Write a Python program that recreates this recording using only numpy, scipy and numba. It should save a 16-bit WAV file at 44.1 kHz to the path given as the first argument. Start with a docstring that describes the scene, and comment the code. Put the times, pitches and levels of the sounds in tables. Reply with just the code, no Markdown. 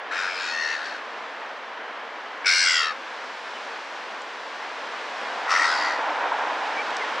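"""Harbour slipway: four hoarse gull cries, the first two overlapping, over steady surf.
A cry is a fast train of air bursts, each much like the last, ringing a throat that slides from
open to closing. Late on, a wave rolls in with a hollow roar and one large bubble; far peeps and
a few ticks are scattered about. A nearly mono microphone turns its gain down on loud sounds."""
import sys
import numpy as np
from scipy import signal
from scipy.fft import rfft, irfft
from scipy.io import wavfile
from scipy.ndimage import uniform_filter1d
from numba import njit

SR = 44100
rng = np.random.default_rng(int(sys.argv[2]) if len(sys.argv) > 2 else 0)


def output_pcm(signal):
    """Save a mono or channel-first signal as 16-bit PCM at the path in sys.argv[1].

    Samples are clipped to [-1, 1] before scaling.
    """
    pcm = np.clip(np.atleast_2d(signal).T, -1, 1) * 32767
    wavfile.write(sys.argv[1], SR, np.round(pcm).astype(np.int16))


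N = 317520


def undb(db):
    return 10 ** (np.asarray(db) / 20)


def unit(x):
    return x / np.sqrt(np.mean(x ** 2))


def curve(table, t):
    """Table columns interpolated at times t."""
    times_s, *columns = np.transpose(table)
    return [np.interp(t, times_s, c) for c in columns]


def pan(x, db):
    """Mono to stereo; db is left minus right."""
    return np.array([x * undb(db / 2), x * undb(-db / 2)])


@njit
def svf(x, hz, width_hz):
    """State-variable band-pass, moving centre and width, gain 1 at the centre."""
    y, band, low = np.empty(len(x)), 0., 0.
    for i in range(len(x)):
        g, damping = np.tan(np.pi * hz[i] / SR), width_hz[i] / hz[i]
        v = (band + g * (x[i] - low)) / (1 + g * (g + damping))
        band, low, y[i] = 2 * v - band, low + 2 * g * v, damping * v
    return y


def bandpass(x, hz, width_hz):
    """Two band-passes in series."""
    hz, width_hz = hz + 0 * x, width_hz + 0 * x
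    return svf(svf(x, hz, width_hz), hz, width_hz)


@njit
def repeating_noise(fresh, period_samples, carry):
    """Noise that recurs one period later, mixed with fresh noise."""
    y = fresh.copy()
    for i in range(len(y)):
        j = i - period_samples[i]
        if j >= 0:
            y[i] = carry * y[j] + np.sqrt(1 - carry * carry) * fresh[i]
    return y


def walk(rate_hz, count=N):
    """Random steps, smoothed twice; RMS 1."""
    hold = int(SR / rate_hz)
    steps = np.repeat(rng.standard_normal(count // hold + 1), hold)
    return unit(uniform_filter1d(uniform_filter1d(steps, hold), hold)[:count])


def coloured_noise(hz, db):
    """Noise with the given spectrum."""
    bins_hz = np.arange(1, N // 2 + 2) * SR / N
    gain = undb(np.interp(np.log(bins_hz), np.log(hz), db, right=-150))
    return irfft(rfft(rng.standard_normal(N)) * gain, N)


def stereo_noise(spectrum):
    """Common mid plus independent, mostly weaker side; RMS 1."""
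    # stereo width: (frequency [Hz], side minus mid [dB])
    width = [(60, -5), (110, 2), (190, -23.5), (340, -24.5), (600, -29), (1060, -19), (1880, -17),
             (3330, -15.5), (5910, -13), (10500, -10.5)]
    width_hz, width_db = np.transpose(width)
    hz, db = np.transpose(spectrum)
    side_db = np.interp(np.log(hz), np.log(width_hz), width_db)
    mid, side = coloured_noise(hz, db), coloured_noise(hz, db + side_db)
    return unit(np.array([mid + side, mid - side]))


def surf():
    """Distant wash and spray, each swaying on its own, over faint microphone hiss."""
    # surf loudness: (time [s], wash [dB], spray [dB])
    levels = [(0, -34.5, -56), (1.2, -35, -50.5), (1.8, -36.5, -55.5), (2.3, -35.5, -53), (3.1, -35, -47),
              (3.6, -35, -45), (4.2, -34.5, -47), (4.7, -34, -45), (5.3, -31, -43), (6.1, -32.5, -42.5),
              (6.6, -32.5, -42.5), (7.2, -29.5, -41.5)]
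    # wash noise: (frequency [Hz], relative density [dB])
    wash_spectrum = [(18, -86), (30, -43), (91, -58), (226, -13.5), (384, -9.5), (458, -4), (834, -1),
                     (974, 0.5), (1300, -2.5), (1660, -2), (2820, -12), (3090, -11.5), (3520, -17),
                     (6000, -32.5), (7800, -52), (13200, -120)]
    # spray noise: (frequency [Hz], relative density [dB])
    spray_spectrum = [(1470, -23), (2500, -1.5), (2660, -5), (2830, -2.5), (3050, -11), (3200, -3.5),
                      (5310, -9.5), (7510, -20.5), (10900, -39.5), (14200, -66), (22000, -120)]
    wash_db, spray_db = curve(levels, np.arange(N) / SR)
    sway_db = .3 * walk(3) + .5 * walk(14)
    hiss = undb(-82.5) * stereo_noise([(7000, -28), (10500, -3), (13000, -4), (16000, -28)])
    wash = stereo_noise(wash_spectrum) * undb(wash_db + sway_db)
    spray = stereo_noise(spray_spectrum) * undb(spray_db + .27 * walk(3.03))
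    return wash + spray + hiss


def ticks():
    """Dry 2 ms clicks, dulled by distance."""
    # clicks: (time [s], level [dB], ring [Hz])
    clicks = [(2.318, -46, 5000), (3.243, -42, 6000), (4.219, -33, 7000), (5.390, -44, 5500),
              (6.329, -38, 6000), (6.419, -42, 6000), (6.488, -37, 4800), (6.905, -34, 4500),
              (6.946, -35, 5400), (6.9675, -20, 4300)]
    out, t = np.zeros(N), np.arange(300) / SR
    for start_s, db, hz in clicks:
        grit = rng.standard_normal(len(t)) * t * np.exp(-t / .0006)
        click = bandpass(grit, hz, width_hz=4500)
        start = int(start_s * SR)
        out[start:start + len(t)] += undb(db) * click / np.abs(click).max()
    return signal.sosfilt(signal.butter(4, 7500, fs=SR, output="sos"), out)


def glide(start_s, length_s, from_hz, to_hz, db, throb_db):
    """Short sliding tone with slight flutter."""
    out, start, count = np.zeros(N), int(start_s * SR), int(length_s * SR)
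    hz = np.linspace(from_hz, to_hz, count) + 35 * walk(400, count)
    envelope = undb(db + throb_db * walk(150, count)) * np.sqrt(np.hanning(count))
    out[start:start + count] = envelope * np.sin(2 * np.pi * np.cumsum(hz) / SR)
    return out


def far_birds():
    """Distant peeps, one glide each."""
    # calls: (time [s], length [s], start [Hz], end [Hz], level [dB], throb [dB])
    peeps = [(3.535, .035, 3050, 3000, -40, 1), (6.762, .06, 2270, 2390, -25.5, 1.5),
             (6.975, .108, 2480, 1530, -34, 4)]
    return sum(glide(*peep) for peep in peeps)


def bubble():
    """One large bubble: a quick rising plop."""
    return glide(start_s=6.316, length_s=.011, from_hz=750, to_hz=1250, db=-14.5, throb_db=0)


def incoming_wave():
    """Tumbling water: lumpy noise in a hollow, broad-flanked resonance and an upper one, over a hum."""
    # swell, crest, drain: (time [s], level [dB], hollow resonance [Hz])
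    swell = [(4.4, -47, 850), (5.0, -53, 850), (5.4, -30, 850), (5.75, -22, 990), (6.1, -26.5, 887),
             (6.4, -26.5, 884), (6.7, -29, 874), (7.2, -35.5, 910)]
    surges = [(6.07, 2.2), (6.25, 1.7), (6.5, 3.7), (6.61, 2)]  # (time [s], rise [dB])
    surge_sigma_s = .017
    t = np.arange(N) / SR
    db, hz = curve(swell, t)
    churn = stereo_noise([(120, -74), (260, 3), (4000, 1)]) * undb(1.5 * walk(90) + .8 * walk(25))

    def resonance(centre_hz, width_hz):
        return np.array([unit(bandpass(side, centre_hz, width_hz)) for side in churn])

    hollow = undb(-8) * resonance(hz, 380)
    flanks = undb(-4) * resonance(hz, 1230)
    upper = undb(-14.5) * resonance(1.53 * hz, 350)
    hum = undb(-23.5) * resonance(331, 86)
    fade_in = np.clip(t - swell[0][0], 0, 1)
    surge_db = sum(rise_db * np.exp(-.5 * ((t - at_s) / surge_sigma_s) ** 2) for at_s, rise_db in surges)
    tumble_db = .7 * walk(rate_hz=9)
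    return (hollow + flanks + upper + hum) * undb(db + surge_db + tumble_db) * fade_in


def cry(contour, throat, mix, clarity):
    """Air bursts ring sliding throat resonances, part chirp, part breath, over a broad rasp."""
    short_burst_hz = 7500  # towards this, rings get shorter and hoarser
    span = np.arange(int(contour[0][0] * SR), int(contour[-1][0] * SR))
    count = len(span)
    burst_hz, db, upper_db, closing, lift = curve(contour, span / SR)
    pan_db, rasp_db = mix

    def morph(open_to_closing):
        return np.interp(closing, np.linspace(0, 1, len(open_to_closing)), open_to_closing)

    clear_low, clear_high = morph(clarity[:2]), morph(clarity[2:])
    burst_hz = burst_hz * (1 + .012 * walk(40, count))
    cycles = np.cumsum(burst_hz) / SR
    air = repeating_noise(rng.standard_normal(count), (SR / burst_hz).astype(np.int64), carry=.85)

    def bursts(lag_cycles, hz):
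        """Burst envelope; a hoarse voice leaks air in between."""
        leak = .05 + .2 * (1 - clear_high) ** 2
        pulse = np.abs(np.sin(np.pi * ((cycles - lag_cycles) % 1) ** .8))
        return leak + pulse ** (.9 + (hz / short_burst_hz) ** 2)

    def ring(hz, width_hz, lag_cycles, clear):
        """One resonance; hoarseness adds a rise per burst, tremble and damping."""
        lag_cycles = lag_cycles + .035 * walk(30, count)
        clear = clear / (1 + (hz / short_burst_hz) ** 6)
        envelope = bursts(lag_cycles, hz)
        rise_hz = 460 * ((cycles - lag_cycles) % 1 - .43)
        tremble_hz = (60 + 90 * (hz / short_burst_hz) ** 4) * walk(150, count)
        hz = hz + (1 - clear) * (rise_hz + tremble_hz)
        chirp = envelope * undb(.77 * walk(90.3, count)) * np.sin(2 * np.pi * np.cumsum(hz) / SR)
        breath = bandpass(air * envelope, hz, width_hz * (1.6 - clear))
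        chirp_share = clear ** .55
        return np.sqrt(chirp_share) * unit(chirp) + np.sqrt(1 - chirp_share) * unit(breath)

    rings = []
    for k, mode in enumerate(throat):
        gain = undb(morph(mode[1::2]) + .8 * walk(20, count))
        hz = morph(mode[::2]) * (1 + .0102 * lift)
        clear = clear_low if k < 2 else clear_high
        # higher resonances: broader, struck later
        rings.append(gain * ring(hz, width_hz=290 + .03 * mode[0], lag_cycles=.041 * k, clear=clear))
    rasp = unit(bandpass(air * bursts(.043, 3900), 4200, 1800))
    edge = clear_high * unit(bandpass(air * bursts(.23, 9150), 9270, 2100))
    upper = sum(rings[2:]) + undb(rasp_db) * (rasp + undb(2.5) * edge)
    voice = undb(db) * (sum(rings[:2]) + undb(upper_db) * upper) * signal.windows.tukey(count, .03)
    out = np.zeros((2, N))
    out[:, span] = pan(voice, pan_db)
    return out


def gulls():
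    """Four cries with a short bright scatter off wall and wet ground."""
    # course of each cry: (time [s], burst rate [Hz], level [dB], upper resonances and rasp [dB],
    # throat closing [0-1], lift of all resonances [1.02 %])
    contours = [
        [(.095, 88, -57, -3, 0, 0.1), (.118, 89, -31, 2.5, 0.02, 0.074), (.2, 91.4, -30.5, 3.5, 0.36, 0),
         (.29, 90.5, -29, -3.5, 0.51, 0.058), (.33, 90.2, -31, -2.5, 0.64, 0.11),
         (.42, 92, -31, -1.5, 0.94, 0.088), (.49, 87, -30.5, -3, 0.93, 0.91), (.57, 76, -49, 5, 0.99, 1.8)],
        [(.40, 85, -40, -2, 0, 0.5), (.44, 84, -31, -8, 0.02, 1), (.51, 81.5, -27.5, -2, 0.02, 0),
         (.55, 80.7, -27, -0.5, 0.29, -1.5), (.64, 80.3, -27.5, 2, .36, 0), (.75, 76.5, -30, 2.5, 0.68, 0),
         (.8, 78, -36, 1.5, .9, -4), (.86, 73, -35.5, 4.5, 0.88, 0), (.97, 72.9, -42, 3, 0.94, -3.5),
         (1.06, 69, -61, 0, 0.93, -4)],
        [(2.44, 96, -30, -17, 0.01, -1.7), (2.455, 88, -32, -14, 0.03, 0), (2.461, 88.8, -19.5, -1.5, 0, 0),
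         (2.5, 88.5, -19, 0.5, 0.07, 0.2), (2.6, 87.5, -20, 0, .33, -0.5), (2.69, 85, -19.5, -1.5, 0.56, 0.5),
         (2.77, 81, -23, -0.5, 0.65, -0.05), (2.83, 77, -25, 1, 0.87, -0.8), (2.87, 83, -29.5, 0.5, 1, 0.081),
         (2.915, 73, -32.5, -8, 1, -1.5), (2.94, 94, -46, -10, 1, -2)],
        [(5.465, 88, -35, -21, 0, 4), (5.49, 89, -26, -8, 0.05, 3), (5.508, 90, -19.5, 0.5, 0.01, -1.5),
         (5.58, 88, -19, -1, 0.13, 0.5), (5.65, 85.5, -19, -1, 0.3, 0), (5.71, 83.5, -22, 1, 0.62, -0.5),
         (5.79, 83, -25.5, 3.5, 0.96, 0.5), (5.87, 81.5, -26, 2, 0.98, -1), (5.92, 80, -29.5, 3, 0.98, -2),
         (5.97, 74, -36, 0, 1, -5), (6.05, 94, -49.5, 0, 0.97, -8.5)],
    ]
    # throat of each cry, a row per resonance: (frequency [Hz], level [dB]) x 4, open to closing
    throats = [
        [(1560, 4, 1500, 3, 1500, -1, 1560, -4), (2180, -6, 2310, -4, 2330, -5, 2500, -6),
         (3100, -15, 3070, -17, 3050, -12, 3300, -9), (3700, -20, 3740, -11, 3600, -13, 3850, -6),
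         (4050, -16, 4100, -19, 4150, -8, 4250, -8), (4600, -25, 4590, -17, 4600, -16, 4600, -14),
         (5020, -23, 4980, -13, 5000, -8, 5000, -8), (5580, -23, 5550, -18, 5700, -25, 5840, -18),
         (7150, -34, 7150, -24, 6650, -22, 6830, -16)],
        [(1454, -12, 1454, -14, 1450, -10, 1550, -1), (1900, -10, 1830, 0, 1770, 0, 1650, -5),
         (2500, -10, 2710, -11, 2620, -11, 2620, -16), (3300, -16, 3100, -25, 3100, -22, 3150, -14),
         (3700, -16, 3700, -18, 3950, -17, 3890, -13), (4350, -6, 4360, -12, 4400, -14, 4300, -14),
         (5400, -24, 5500, -15, 5650, -21, 5220, -18), (6100, -26, 6220, -19, 6550, -27, 5930, -25),
         (7750, -36, 7900, -36, 7400, -35, 7600, -36)],
        [(1540, -2, 1590, -2, 1430, -2, 1270, 0), (2260, 3, 2180, -2, 1960, 0, 1760, -2),
         (2800, -14, 2780, -11, 2780, -3, 2690, -3), (3250, -18, 3250, -18, 3240, -2, 3150, -8),
         (3650, -6, 3800, -16, 3780, -14, 3860, -7), (4200, -9, 4220, -4, 4200, -14, 4100, -18),
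         (4600, -6, 4750, -7, 4760, -1, 4430, -6), (5210, -2, 5190, -3, 5200, -3, 4850, -13),
         (5700, -9, 5780, -5, 5600, -14, 5400, -9), (6780, -21, 6700, -22, 6850, -14, 6400, -22),
         (7670, -17, 7950, -12, 7200, -12, 7100, -28), (9400, -28, 9850, -24, 9400, -28, 9000, -34)],
        [(1300, -1, 1300, -3, 1510, 0, 1380, -5), (1870, -2, 1880, 0, 1930, -9, 1970, 0),
         (2330, -10, 2350, -15, 2400, -16, 2500, -20), (3210, -16, 3200, -20, 3290, -15, 3250, -19),
         (3800, -13, 3800, -13, 3900, -16, 3850, -18), (4400, -13, 4400, -12, 4330, -15, 4550, -13),
         (4800, -13, 4920, -12, 4850, -12, 4850, -18), (5250, -12, 5300, -16, 5150, -19, 5150, -22),
         (5750, -19, 5750, -20, 5700, -25, 5650, -28), (6900, -29, 6900, -30, 7000, -27, 6800, -27),
         (7600, -27, 7550, -28, 7600, -31, 7600, -38)],
    ]
    # balance of each cry: (left minus right [dB], rasp [dB])
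    mixes = [(2, -37), (2.5, -30), (1.5, -29), (0.8, -42)]
    # resonance clarity of each cry [0-1]: (lowest two open, closing, upper ones open, closing)
    clarities = [(.17, .12, .17, .15), (.85, .3, .5, 0), (.37, .5, .4, .48), (.27, .45, .07, .12)]
    cries = sum(cry(*bird) for bird in zip(contours, throats, mixes, clarities))
    # small throat: no bass; distance: no top
    direct = signal.sosfilt(signal.butter(5, [850, 10300], "band", fs=SR, output="sos"), cries)
    rt60_s = .015
    fade = np.exp(-np.arange(4000) / SR * np.log(1000) / rt60_s)
    bright_noise = signal.lfilter([1, -.6], 1, rng.standard_normal((2, 4000)))
    scatter = bright_noise * fade / np.sqrt(np.sum(fade ** 2))
    return direct + undb(-11) * signal.fftconvolve(direct, scatter, axes=1)[:, :N]


def scene():
    """All sources; the sea drifts slightly left, then right."""
    # sea balance: (time [s], left minus right [dB])
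    drift = [(0, -0.1), (4.5, 0.3), (6.3, -.5)]
    sea_pan_db, = curve(drift, np.arange(N) / SR)
    sea = (surf() + incoming_wave()) * pan(np.ones(N), sea_pan_db)
    return gulls() + sea + far_birds() + bubble() + ticks()


def record(dry):
    """Microphone: gain control on 50 ms loudness, no deep bass, steep treble cut."""
    threshold_db, cut_db_per_db, low_hz, top_hz = -27, .3, 140, 15700
    power = uniform_filter1d(np.mean(dry ** 2, axis=0), 2200)
    over_db = np.maximum(10 * np.log10(power + 1e-12) - threshold_db, 0)
    held = dry * undb(-cut_db_per_db * over_db)
    thinned = signal.sosfilt(signal.butter(2, low_hz, "high", fs=SR, output="sos"), held)
    return signal.sosfilt(signal.ellip(8, .2, 70, top_hz, fs=SR, output="sos"), thinned)


dry = scene()
out = record(dry)
output_pcm(out)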